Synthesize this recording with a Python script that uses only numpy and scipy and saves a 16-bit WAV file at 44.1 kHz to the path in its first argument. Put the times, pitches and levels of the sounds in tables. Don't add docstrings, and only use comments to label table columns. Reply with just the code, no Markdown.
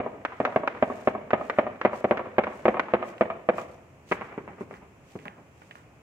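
import sys
import numpy as np
from scipy import signal
from scipy.fft import rfft, irfft
from scipy.io import wavfile

SR = 44100
rng = np.random.default_rng(int(sys.argv[2]) if len(sys.argv) > 2 else 0)


def log_audio(samples):
    frames = np.atleast_2d(samples).T
    limited = np.clip(frames, -1, 1)
    pcm = np.round(limited * 32767).astype(np.int16)
    wavfile.write(sys.argv[1], SR, pcm)


N = 265878
SIZE = 65536
AGE = np.arange(SIZE) / SR
HZ = np.fft.rfftfreq(SIZE, 1 / SR)


def undb(db):
    return 10 ** (np.asarray(db) / 20)


def colour(points, hz):
    freq_hz, value = np.transpose(points)
    return np.interp(np.log(hz + 1), np.log(freq_hz), value)


def causal(db):
    cepstrum = irfft(db * np.log(10) / 20)
    cepstrum[1:SIZE // 2] *= 2
    cepstrum[SIZE // 2 + 1:] = 0
    return np.exp(rfft(cepstrum))


# freq_hz, correlation
LIKENESS = [(60, 0.9), (140, 0.96), (300, 0.96), (600, 0.71), (1200, 0.36), (2200, 0.047), (10000, 0)]


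def diffuse(points, size):
    hz = np.fft.rfftfreq(size, 1 / SR)
    mid, side = rfft(rng.standard_normal((2, size))) * undb(colour(points, hz))
    alike = np.clip(colour(LIKENESS, hz), -1, 1)
    mid = mid * np.sqrt((1 + alike) / 2)
    side = side * np.sqrt((1 - alike) / 2)
    return irfft([mid + side, mid - side], size)


def wander(rate_hz, size):
    points = rng.standard_normal(4096)
    return 1.2 * np.interp(np.arange(size) / SR * rate_hz, np.arange(4096), points)


def cloud(points, db, rise_s, t60, patchy_db):
    decay = undb(-60 * AGE / t60 + patchy_db * wander(150, SIZE))
    envelope = (1 - np.exp(-AGE / rise_s)) * decay
    echoes = diffuse(points, SIZE) * envelope / np.linalg.norm(envelope)
    return rfft(echoes) * undb(db)


def delay(s):
    return np.exp(-2j * np.pi * HZ * s)


def add(out, s, sound):
    start = int(s * SR)
    part = sound[:, max(-start, 0):N - start]
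    first = max(start, 0)
    out[:, first:first + part.shape[1]] += part


# freq_hz, relative_level_db
TOWN_COLOUR = [(20, -33.5), (40, -21.5), (70, -2.5), (137, -2), (250, -9), (500, -11), (700, -13),
               (1100, -16.5), (1700, -22), (2500, -19.5), (3300, -32), (4300, -55.5)]


def town(level_db=-54.5, waver_db=1.5, waver_hz=14, below_hz=250):
    hum = diffuse(TOWN_COLOUR, N)
    lowpass = signal.butter(2, below_hz, fs=SR, output="sos")
    bass = signal.sosfiltfilt(lowpass, hum)
    hum = hum + bass * (undb(waver_db * wander(waver_hz, N)) - 1)
    return hum / hum.std() * undb(level_db)


# freq_hz, relative_level_db
HISS_COLOUR = [(2000, -3), (5000, 1), (7000, 5.5), (9000, -2.5), (10200, -7), (11400, -2), (12400, -12.5),
               (13600, -4), (15500, -8.5)]


def hiss(level_db=-73):
    noise = diffuse(HISS_COLOUR, N)
    return noise / noise.std() * undb(level_db)


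SOUND_M_S = 343
WALL_M, WALK_M_S = 11.9, 1.19
BEYOND_WALL_DB, BEYOND_WALL_T60 = -8, .3


def wall_echo(s, wall, smear_db, smear_t60, second_slap_db):
    trip = delay(2 * (WALL_M + WALK_M_S * s) / SOUND_M_S)
    slap = causal(colour(wall, HZ))
    smear = cloud(wall, smear_db, rise_s=.0005, t60=smear_t60, patchy_db=2)
    beyond = cloud(wall, BEYOND_WALL_DB, rise_s=.007, t60=BEYOND_WALL_T60, patchy_db=1.8)
    second_slap = cloud(wall, second_slap_db, rise_s=.007, t60=.18, patchy_db=3)
    return trip * (slap + smear + beyond + trip * second_slap)


# freq_hz, level_re_blast_db
SCATTER_COLOUR = [(60, -20.5), (300, -11), (600, -2), (900, 1), (1500, 1.5), (3000, -1), (8000, -9.5)]
# freq_hz, level_re_blast_db
ROLL_COLOUR = [(40, 16.5), (80, 5.5), (200, -0.5), (400, 1.5), (700, 2), (1200, 2.5), (2500, 3),
               (6000, 2.5)]
ECHO_DB_PER_S, ECHO_TILT_DB_PER_S = -2.5, 1.94
TAIL_VIA_PATHS = 0.26


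def gunfire(shots, blast, paths, wall, tilt_db, dulling, screened_share, echo_db, walk_share, smear_db, smear_t60,
            scatter_db, scatter_t60, second_slap_db, lot_db, lot_t60, roll_db, roll_t60, port_ms):
    out = np.zeros((2, N))
    octaves = np.log2(np.clip(HZ, 300, 3000) / 300)
    mean_s, mean_db = np.mean(shots, axis=0)
    for s, db in shots:
        weaker_db = mean_db - db
        walked_s = walk_share * (s - mean_s)
        pulse = causal(colour(blast, HZ) + (tilt_db - dulling * weaker_db) * octaves)
        pulse *= undb(db) / np.abs(irfft(pulse)).max()
        near = 0
        for ms, drift, gain in paths:
            arrival_ms = ms + drift * s + port_ms * rng.standard_normal((2, 1))
            near = near + gain * delay(arrival_ms / 1000)
        scatter = cloud(SCATTER_COLOUR, scatter_db, rise_s=.003, t60=scatter_t60, patchy_db=3)
        direct = 1 + near + scatter
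        echo_tilt = ECHO_TILT_DB_PER_S * walked_s + dulling * weaker_db / 2
        echo_gain = undb(echo_db + ECHO_DB_PER_S * walked_s + echo_tilt * octaves)
        echo = echo_gain * (1 + near) * wall_echo(s, wall, smear_db, smear_t60, second_slap_db)
        lot = cloud(ROLL_COLOUR, lot_db, rise_s=0.0012, t60=lot_t60, patchy_db=2.5)
        roll = cloud(ROLL_COLOUR, roll_db, rise_s=0.042, t60=roll_t60, patchy_db=3)
        tail = (lot + roll) * (1 + TAIL_VIA_PATHS * near)
        reflected = undb(screened_share * weaker_db) * (echo + tail)
        add(out, s, irfft(pulse * (direct + reflected)))
    return out


# freq_hz, level_re_blast_db
WALL_COLOUR = [(60, -14), (250, -5), (480, -4), (680, -1), (850, 4.5), (1100, 6), (1700, -3), (2500, -2.5),
               (6000, -8.5)]
# start_s, pulse_peak_db
DEEP_SHOTS = [(-.007, -8.5), (.4019, -11.5), (.5608, -7.5), (.8253, -6.5), (1.0738, -6), (1.3327, -5.5),
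              (1.5862, -5.5), (1.8501, -4.5), (2.0433, -9), (2.1099, -6.5), (2.383, -4.5), (2.6547, -6.5),
              (2.6811, -6.5), (2.9369, -5.5), (3.2099, -6), (3.4887, -6.5)]
# freq_hz, relative_level_db
DEEP_BLAST = [(30, -48), (80, -16.5), (150, -8.5), (200, 0), (300, -1.5), (400, -2), (680, -2.5), (850, -8),
              (1050, -12.5), (1400, -19), (2300, -21.5), (3200, -37), (5000, -59.5), (9000, -75),
              (16000, -83)]
# delay_ms at the start, drift_ms_per_s as the listener moves, gain
DEEP_PATHS = [(1.743, -0.0144, 1.08), (3.167, 0.03, 0.4), (2.374, -0.333, -0.31), (4.016, 0.568, 0.51),
              (4.89, .03, 0.21), (5.405, 0.488, -0.46), (8.14, -0.022, 0.4), (9.66, .03, 0.28),
              (12.27, 0.49, 0.32), (12.78, 0.018, -0.26)]


def deep_shots():
    return gunfire(DEEP_SHOTS, DEEP_BLAST, DEEP_PATHS, WALL_COLOUR, tilt_db=1.05, dulling=.25,
                   screened_share=0.57, echo_db=-11.5, walk_share=1.3, smear_db=-7.5, smear_t60=0.11,
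                   scatter_db=0.0, scatter_t60=0.078, second_slap_db=-25,
                   lot_db=-8, lot_t60=0.7, roll_db=-14.5, roll_t60=1.06, port_ms=0.052)


# start_s, pulse_peak_db
SHARP_SHOTS = [(.2506, -11), (.4513, -8.5), (.6758, -10), (1.3063, -16.5), (1.4984, -11.5), (1.8142, -14.5),
               (2.173, -17), (2.4375, -16.5), (2.7959, -7), (4.1207, -8)]
# freq_hz, relative_level_db
SHARP_BLAST = [(30, -47.5), (100, -21.5), (270, 2.5), (700, -1.5), (1000, -3.5), (1500, -1.5), (2200, -5.5),
               (3200, -21), (4500, -32.5), (6500, -38), (8500, -61.5), (16000, -66)]
# delay_ms at the start, drift_ms_per_s, gain
SHARP_PATHS = [(0.502, 0.0027, -0.32), (1.651, .02, 0.41), (3.899, 0.253, 0.33), (4.4, .3, -.4)]


def sharp_shots():
    return gunfire(SHARP_SHOTS, SHARP_BLAST, SHARP_PATHS, WALL_COLOUR, tilt_db=.5, dulling=0,
                   screened_share=0.52, echo_db=-15.5, walk_share=0, smear_db=-1.5, smear_t60=.1,
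                   scatter_db=0.5, scatter_t60=0.033, second_slap_db=-21.5,
                   lot_db=-9.5, lot_t60=.4, roll_db=-11.0, roll_t60=1.6, port_ms=0.057)


# centre_s, rustle_level_db, half_length_s
STEPS = [(0.437, -66, 0.076), (0.95, -60, 0.13), (1.45, -62, 0.063), (1.971, -54.5, 0.041),
         (2.58, -62, 0.1), (3.086, -56.5, 0.041), (3.597, -53.5, .05), (4.121, -52, 0.041),
         (4.617, -60.5, 0.023), (5.122, -62.5, 0.07), (5.65, -65.5, 0.1)]
# freq_hz, relative_level_db
RUSTLE_COLOUR = [(1000, 2.5), (2500, 12.5), (4000, 3), (7000, 5.5), (9000, 0), (10200, -8), (11400, -2),
                 (12400, -12), (13600, -6), (15500, -10.5)]
SWING_AFTER_S, SWING_DB, SWING_HALF_S = 0.13, -65.5, 0.051


def steps(grain_db=2.5):
    t = np.arange(N) / SR

    def swell(s, db, half_s):
        return undb(db) * np.exp(-((t - s) / half_s) ** 2)

    strides = np.zeros(N)
    for s, db, half_s in STEPS:
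        strides += swell(s, db, half_s) + swell(s + SWING_AFTER_S, SWING_DB, SWING_HALF_S)
    swish = diffuse(RUSTLE_COLOUR, N) * undb(grain_db * wander(400, N))
    return swish / swish.std() * strides


# start_s, peak_db, centre_hz, t60_s
TICKS = [(3.181, -33.5, 2630, 0.025), (4.74, -29.5, 1570, 0.25), (5.19, -34, 2200, 0.56),
         (5.255, -26, 1400, 0.4), (5.2814, -21.5, 2100, 0.0048), (5.619, -35.5, 1290, 0.067),
         (5.7106, -28.5, 2250, .06), (5.755, -30.5, 1360, .33)]


def ticks(width_octaves=0.51, skirt_db=19, left_db=-3, left_late_s=0.00036, top_hz=2950, click_db=-38,
          thud_hz=680, thud_octaves=.6, thud_db=-5):
    out = np.zeros((2, N))

    def hump(centre_hz, width):
        offset = np.log2((HZ + 1) / centre_hz) / width
        return undb(-skirt_db * np.log10(1 + offset ** 2))

    for s, db, centre_hz, t60 in TICKS:
        resonance = hump(centre_hz, width_octaves) + undb(thud_db) * hump(thud_hz, thud_octaves)
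        top_cut_db = 10 * np.log10(1 + (HZ / top_hz) ** 10)
        body = causal(20 * np.log10(resonance) - top_cut_db)
        rattle = rng.standard_normal(SIZE) * undb(-60 * AGE / t60)
        knock = (1 + rfft(rattle / np.linalg.norm(rattle))) * body + undb(click_db)
        left = knock * delay(left_late_s) * undb(left_db)
        tick = irfft([left, knock])
        add(out, s, tick * undb(db) / np.abs(tick).max())
    return out


# start_s, pulse_peak_db
MUFFLED_SHOTS = [(4.1142, -14), (4.3782, -22), (4.609, -24), (5.1545, -25.5)]
# freq_hz, relative_level_db
MUFFLED_BLAST = [(30, -55), (80, -10), (180, 4), (390, 1), (680, -13), (1100, -16.5), (1600, -25.5),
                 (2300, -24.5), (3200, -42), (5000, -74), (16000, -76)]
# delay_ms at the start, drift_ms_per_s, gain
MUFFLED_PATHS = [(2.4, 0.018, 0.067), (4.6, 0.055, 0.3), (7.3, 0.053, 0.25), (9.9, 0.035, 0.38)]
# freq_hz, level_re_blast_db
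MUFFLED_WALL = [(60, -5), (150, -1), (340, -8.5), (520, 6.5), (800, 11.5), (1100, 12.5), (1600, 12),
                (2500, 11.5), (6000, 9)]


def muffled_shots():
    return gunfire(MUFFLED_SHOTS, MUFFLED_BLAST, MUFFLED_PATHS, MUFFLED_WALL, tilt_db=0.7, dulling=0.64,
                   screened_share=0.14, echo_db=-10, walk_share=0, smear_db=0, smear_t60=0.21,
                   scatter_db=6.5, scatter_t60=0.07, second_slap_db=-4.5,
                   lot_db=-9.5, lot_t60=0.71, roll_db=-8.5, roll_t60=0.79, port_ms=0.026)


def scene():
    night = town() + hiss()
    shots = deep_shots() + sharp_shots() + muffled_shots()
    return night + shots + steps() + ticks()


# freq_hz, phase_rad (positive leads)
PORT_PHASE = [(20, 0), (150, -.08), (600, -.35), (1200, -.3), (1750, -1.5), (2400, -1.8), (3500, -2.2)]
# freq_hz, left_minus_right_db
PORT_BALANCE = [(100, 0), (600, -0.3), (1100, 0.5), (2200, 0), (4000, -3), (8000, -1.5), (12000, 0)]
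TOP_HZ, FADE_IN_S = 15700, .003


def record(dry):
    hz = np.fft.rfftfreq(N, 1 / SR)
    balance = undb(colour(PORT_BALANCE, hz) / 2)
    left = balance * np.exp(1j * colour(PORT_PHASE, hz))
    ports = np.array([left, 1 / balance])
    fade = np.minimum(np.arange(N) / SR / FADE_IN_S, 1)
    heard = irfft(rfft(dry * fade) * ports, N)
    lowpass = signal.ellip(8, .2, 70, TOP_HZ, fs=SR, output="sos")
    return signal.sosfilt(lowpass, heard)


dry = scene()
out = record(dry)
log_audio(out)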